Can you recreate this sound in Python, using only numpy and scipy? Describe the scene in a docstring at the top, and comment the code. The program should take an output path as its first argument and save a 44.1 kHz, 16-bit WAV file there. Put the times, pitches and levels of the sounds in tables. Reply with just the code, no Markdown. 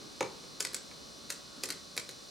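"""A small quiet room, where a telescopic luggage handle is worked by hand.
The hollow grip knocks once, bounces and settles; then the catch snaps sharply, most often just
after a light tick as it takes up its play. Each contact is a noise burst plus ringing modes.
Hand and sleeve rub the grip, and the tube creaks faintly under strain.
Under it lie a low room hum, soft hiss and the thin whine of a small motor."""
import sys
import numpy as np
from scipy import signal
from scipy.io import wavfile

SR = 44100
rng = np.random.default_rng(int(sys.argv[2]) if len(sys.argv) > 2 else 0)


def file_out(sig):
    """Save sig as 16-bit WAV at sys.argv[1]."""
    # one column per channel
    cols = np.atleast_2d(sig).T
    # limit, then scale
    lim = np.clip(cols, -1, 1)
    pcm = np.round(lim * 32767).astype(np.int16)
    wavfile.write(sys.argv[1], SR, pcm)


N = 101429
T = np.arange(N) / SR
HIT_T = T[:SR // 2]
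CUTOFF_HZ, RATTLE_HOLD_S = 16200, 0.0012
EDGES_HZ = np.geomspace(22, 17500, 40)
CENTRES_HZ = np.sqrt(EDGES_HZ[1:] * EDGES_HZ[:-1])
BANK = [signal.butter(2, edge, "band", fs=SR, output="sos") for edge in zip(EDGES_HZ, EDGES_HZ[1:])]

# catch snaps: start_s, level_db, body_db, mid_db, top_db, decay_s, 3 x (pitch_hz, ring_db)
SNAPS = [(0.6047, -22.5, -1.5, -1, 2.5, 0.0016, 5150, -24, 7400, -21, 3080, -28.5),
         (0.6495, -22, -2, 0.5, -2, 0.0011, 2100, -25.5, 5260, -29, 8000, -26.5),
         (0.7447, -24, -8.5, -3, -0.5, 0.0014, 4280, -22.5, 8130, -21, 7180, -26),
         (0.913, -54.5, 11, 12, -9, 0.0053, 2310, -41.5, 1340, -52, 910, -43.5),
         (1.302, -28, -2.5, 2, 1, 0.0036, 2095, -28.5, 4050, -27, 1600, -32),
         (1.6352, -27, 3.5, -1, 1.5, 0.0039, 5080, -25, 4690, -26, 2480, -30),
         (1.7033, -26, 0.5, 4, 1.5, 0.0013, 4620, -22, 1690, -32, 2430, -28.5),
         (1.9766, -25.5, 5.5, -0.5, -1, 0.0019, 3950, -19, 2330, -23, 4680, -25),
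         (2.0909, -37.5, 7.5, 2, 2.5, 0.0019, 4030, -29.5, 2340, -48, 1650, -42)]


def from_db(db):
    """Decibels to gain."""
    return 10 ** (np.asarray(db) / 20)


def at_hz(points, hz):
    """Interpolate a table over log frequency."""
    points_hz, values = np.transpose(points)
    return np.interp(np.log(hz), np.log(points_hz), values)


def add(track, start_s, sound):
    """Mix a sound in at start_s."""
    start = int(start_s * SR)
    track[start:start + len(sound)] += sound[:len(track) - start]


def noise_bands(size):
    """Quarter-octave noise bands, rms 1 each; neighbours uncorrelated."""
    run_in = SR // 20
    white = rng.standard_normal((3, size + run_in))
    bands = np.array([signal.sosfilt(band, white[k % 3])[run_in:] for k, band in enumerate(BANK)])
    return bands / np.sqrt(np.mean(bands ** 2, axis=1, keepdims=True) + 1e-20)


def band_gains(spectrum):
    """Spectral density to band gains, total power 1."""
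    gains = from_db(at_hz(spectrum, CENTRES_HZ)) * np.sqrt(np.diff(EDGES_HZ))
    return gains / np.linalg.norm(gains)


def stereo_bands(size, correlation):
    """Noise bands with a tabulated left-right correlation."""
    alike = np.clip(at_hz(correlation, CENTRES_HZ)[:, None], -0.99, 0.99)
    mid = np.sqrt((1 + alike) / 2) * noise_bands(size)
    side = np.sqrt((1 - alike) / 2) * noise_bands(size)
    return np.array([mid + side, mid - side])


def ring(pitch_hz, level_db, t60_s):
    """One struck mode."""
    return from_db(level_db - 60 * HIT_T / t60_s) * np.sin(2 * np.pi * pitch_hz * HIT_T)


def burst(gains, decay_s, rise_s=0.00017, body_cycles=5.3):
    """Dense vibration: holds while parts chatter, then dies fast, lows last."""
    t = HIT_T[:SR // 10]
    band_decay_s = decay_s + body_cycles / CENTRES_HZ[:, None]
    envelope = (1 - np.exp(-t / rise_s)) * np.exp(-np.maximum(t - RATTLE_HOLD_S, 0) / band_decay_s)
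    bands = noise_bands(len(t)) * envelope
    bands /= np.linalg.norm(bands, axis=1, keepdims=True)
    return gains @ bands * np.sqrt(decay_s * SR / 2)


def room_hum(level_db=-51, sink_db_per_s=1.2, hum_below_hz=2200):
    """Low hum, slowly sinking, with steady hiss."""
    # hum and hiss: freq_hz, density_db
    spectrum = [(25, -14), (60, -1), (100, -9.5), (145, -0.5), (230, 0), (300, -2), (570, -4), (680, -7.5),
                (980, -11), (1130, -6), (1450, -9.5), (1700, -14.5), (3300, -14.5), (4200, -9),
                (6000, -11.5), (7000, -18), (9000, -19), (11000, -28.5), (16000, -32.5)]
    # left-right likeness: freq_hz, correlation
    correlation = [(30, -0.47), (70, -0.32), (140, 0.32), (300, 0.23), (1200, -0.25), (2400, -0.16),
                   (5000, 0.9), (14000, 1)]
    hum_share = 1 / (1 + (CENTRES_HZ[:, None] / hum_below_hz) ** 2)
    sink = from_db(-sink_db_per_s * (T - T.mean()) * hum_share)
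    return from_db(level_db) * band_gains(spectrum) @ (sink * stereo_bands(N, correlation))


def motor(weak_count=60, waver_hz=1.24, whine_gain_db=0.5):
    """Small motor: thin, slightly wavering tones among many weaker ones."""
    # whine tones: pitch_hz, level_db
    whine = [(2519, -76), (2950, -75), (3025, -74), (3526, -67), (3714, -71), (3984, -68), (4032, -65),
             (4091, -67), (4188, -67), (4285, -71), (4457, -69), (4549, -71), (4630, -68), (5039, -70),
             (5120, -70), (5233, -72), (5712, -70), (6051, -70), (6665, -77), (7138, -76), (7235, -75),
             (7520, -78), (8850, -76), (8947, -76)]
    # low tones: pitch_hz, rms_db
    drone = [(265, -74), (571, -70), (1100, -71.5), (1150, -72.5)]
    # envelope of the weak partials: freq_hz, rms_db
    weak = [(2900, -86), (3800, -95), (4100, -70.5), (5000, -83), (6000, -73), (7000, -103), (9300, -79)]
    weak_hz = np.geomspace(weak[0][0], weak[-1][0], weak_count) * (1 + rng.normal(0, 0.0043, weak_count))
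    tones = [(hz, db + whine_gain_db) for hz, db in whine] + drone
    tones += zip(weak_hz, at_hz(weak, weak_hz))
    knots_s = np.linspace(0, T[-1], 60)
    out = np.zeros(N)
    for hz, rms_db in tones:
        pitch_hz = hz + waver_hz * np.interp(T, knots_s, rng.standard_normal(len(knots_s)))
        cycles = np.cumsum(pitch_hz) / SR + rng.random()
        out += np.sqrt(2) * from_db(rms_db) * np.sin(2 * np.pi * cycles)
    return out


def rubs():
    """Hand and sleeve shift on the grip: soft, dull swells."""
    # shifts: centre_s, half_length_s, level_db
    shifts = [(0.032, 0.043, -53.5), (1.586, 0.01, -51), (1.673, 0.042, -52.5)]
    # rubbing noise: freq_hz, density_db
    spectrum = [(80, -15), (160, 3), (380, 7.5), (600, -12.5), (1500, -11), (3000, -33)]
    swell = sum(from_db(db) * np.exp(-((T - centre_s) / half_s) ** 2) for centre_s, half_s, db in shifts)
    return swell * (band_gains(spectrum) @ noise_bands(N))


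def creak(start_s=1.478, gap_s=0.026, slips=5):
    """Uneven slips under strain, each briefly ringing the tube."""
    out = np.zeros(N)
    for k, (jitter, offset_db) in enumerate(rng.standard_normal((slips, 2))):
        slip = ring(pitch_hz=1435, level_db=-53.5 + offset_db, t60_s=0.027)
        add(out, start_s + gap_s * (k + jitter / 10), slip)
    return out


def grip_knock(thud_db=-4):
    """A knock and its bounces ring the hollow grip and tubes."""
    # impacts: start_s, level_db
    knocks = [(.2074, -18.2), (.2272, -31.5), (0.44, -45.5)]
    # grip and tube modes: pitch_hz, gain_db, t60_s
    modes = [(158.5, -21, 0.11), (328.4, -12.5, 0.076), (386, -19, 0.21), (433, -8.5, 0.059),
             (530, -5.5, 0.066), (730, -15, 0.032), (867, -10.5, 0.034), (1022, -8.5, 0.024),
             (1150, -16, 0.052), (1710, -12.5, 0.0063), (2320, -5.5, 0.015), (3650, -14.5, 0.0075),
             (6540, -9.5, 0.0059)]
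    # contact noise: freq_hz, density_db
    thud = [(150, 0), (500, 1.5), (1000, 6), (1400, -3), (2700, -12), (4500, -11), (7000, -12.5),
            (10000, -17.5), (16000, -38)]
    ringing = sum((-1) ** k * ring(*mode) for k, mode in enumerate(modes))
    out = np.zeros(N)
    for start_s, level_db in knocks:
        add(out, start_s, from_db(level_db) * ringing)
        add(out, start_s, from_db(level_db + thud_db) * burst(band_gains(thud), decay_s=0.0017))
    return out


def crack(level_db, body_db, mid_db, top_db, decay_s):
    """One contact of the catch, coloured by where it lands."""
    # contact noise: freq_hz, density_db
    spectrum = [(150, -7.5), (280, -8.5), (410, 8), (720, -10.5), (1100, -4), (1700, 0), (2300, 0.5),
                (2900, -7), (4200, 0), (7500, 1), (10500, -5), (13000, -6.5), (16000, -42)]
    colour_db = at_hz([(415, body_db), (1880, mid_db), (6400, 0), (12000, top_db)], CENTRES_HZ)
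    return burst(band_gains(spectrum) * from_db(level_db + colour_db), decay_s)


def catch():
    """The catch ticks as it takes up its play, and snaps."""
    # light ticks: start_s, level_db
    ticks = [(0.6011, -35), (0.7328, -36.5), (1.2966, -44), (1.3015, -47), (1.6324, -39.5), (1.6886, -33),
             (1.966, -32.5)]
    # modes of a tick: pitch_hz, gain_db, t60_s
    tick_modes = [(4140, -4.5, .008), (10410, -1, 0.0064)]
    tick_ring = sum(ring(*mode) for mode in tick_modes)
    out = np.zeros(N)
    for start_s, level_db in ticks:
        add(out, start_s, crack(level_db, body_db=9.5, mid_db=6, top_db=3.5, decay_s=0.00082))
        add(out, start_s, from_db(level_db) * tick_ring)
    for start_s, level_db, body_db, mid_db, top_db, decay_s, *_ in SNAPS:
        add(out, start_s, crack(level_db, body_db, mid_db, top_db, decay_s))
    return out


def catch_rings(rise_s=0.0002, t60_s=0.0095):
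    """Each snap's chatter starts three short rings in turn, giving it pitch."""
    attack = 1 - np.exp(-HIT_T / rise_s)
    out = np.zeros(N)
    for snap in SNAPS:
        start_s, rings = snap[0], snap[6:]
        for k, (pitch_hz, ring_db) in enumerate(zip(rings[::2], rings[1::2])):
            add(out, start_s + k * RATTLE_HOLD_S / 2, attack * ring(pitch_hz, ring_db, t60_s))
    return out


def reflections(send, low_t60_s=0.34, top_t60_s=0.17, build_s=0.0044, echo_highpass_hz=750):
    """Thin near echoes and a short room tail whose treble dies first."""
    # nearby surfaces: delay_s, gain_db, left_minus_right_db
    echoes = [(.0041, -8.5, 4.5), (0.0126, -19, -9), (0.0198, -14.5, 14), (.0217, -22.5, -30)]
    # room tail: freq_hz, gain_db
    spectrum = [(150, -2), (500, -5.5), (1500, -0.8), (2400, -4.5), (4000, -2.5), (8000, -4), (15000, -11)]
    # left-right likeness of the tail: freq_hz, correlation
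    correlation = [(400, .82), (1100, .65), (4000, .85), (9000, .6)]
    t60_s = np.interp(CENTRES_HZ, [0, CUTOFF_HZ], [low_t60_s, top_t60_s])[:, None]
    envelope = from_db(-60 * HIT_T / t60_s) * (1 - np.exp(-HIT_T / build_s))
    tails = stereo_bands(len(HIT_T), correlation) * envelope
    tails /= np.linalg.norm(tails, axis=2, keepdims=True)
    gains = from_db(at_hz(spectrum, CENTRES_HZ)) * np.sqrt(2 * np.diff(EDGES_HZ) / SR)
    out = signal.fftconvolve(send[None], gains @ tails, axes=1)[:, :N]
    thin = signal.sosfilt(signal.butter(1, echo_highpass_hz, "high", fs=SR, output="sos"), send)
    for delay_s, gain_db, pan_db in echoes:
        add(out[0], delay_s, from_db(gain_db + pan_db / 2) * thin)
        add(out[1], delay_s, from_db(gain_db - pan_db / 2) * thin)
    return out


def scene(handle_highpass_hz=131, ring_send_db=-5):
    """The handle, with its deep bass cut away, in the room over hum and whine."""
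    highpass = signal.butter(2, handle_highpass_hz, "high", fs=SR, output="sos")
    handle = signal.sosfilt(highpass, catch() + grip_knock() + rubs() + creak())
    rings = catch_rings()
    room = reflections(handle + from_db(ring_send_db) * rings)
    return handle + rings + room + room_hum() + motor()


def record(dry):
    """Steep low-pass."""
    return signal.sosfilt(signal.ellip(10, 0.1, 70, CUTOFF_HZ, fs=SR, output="sos"), dry)


dry = scene()
out = record(dry)
file_out(out)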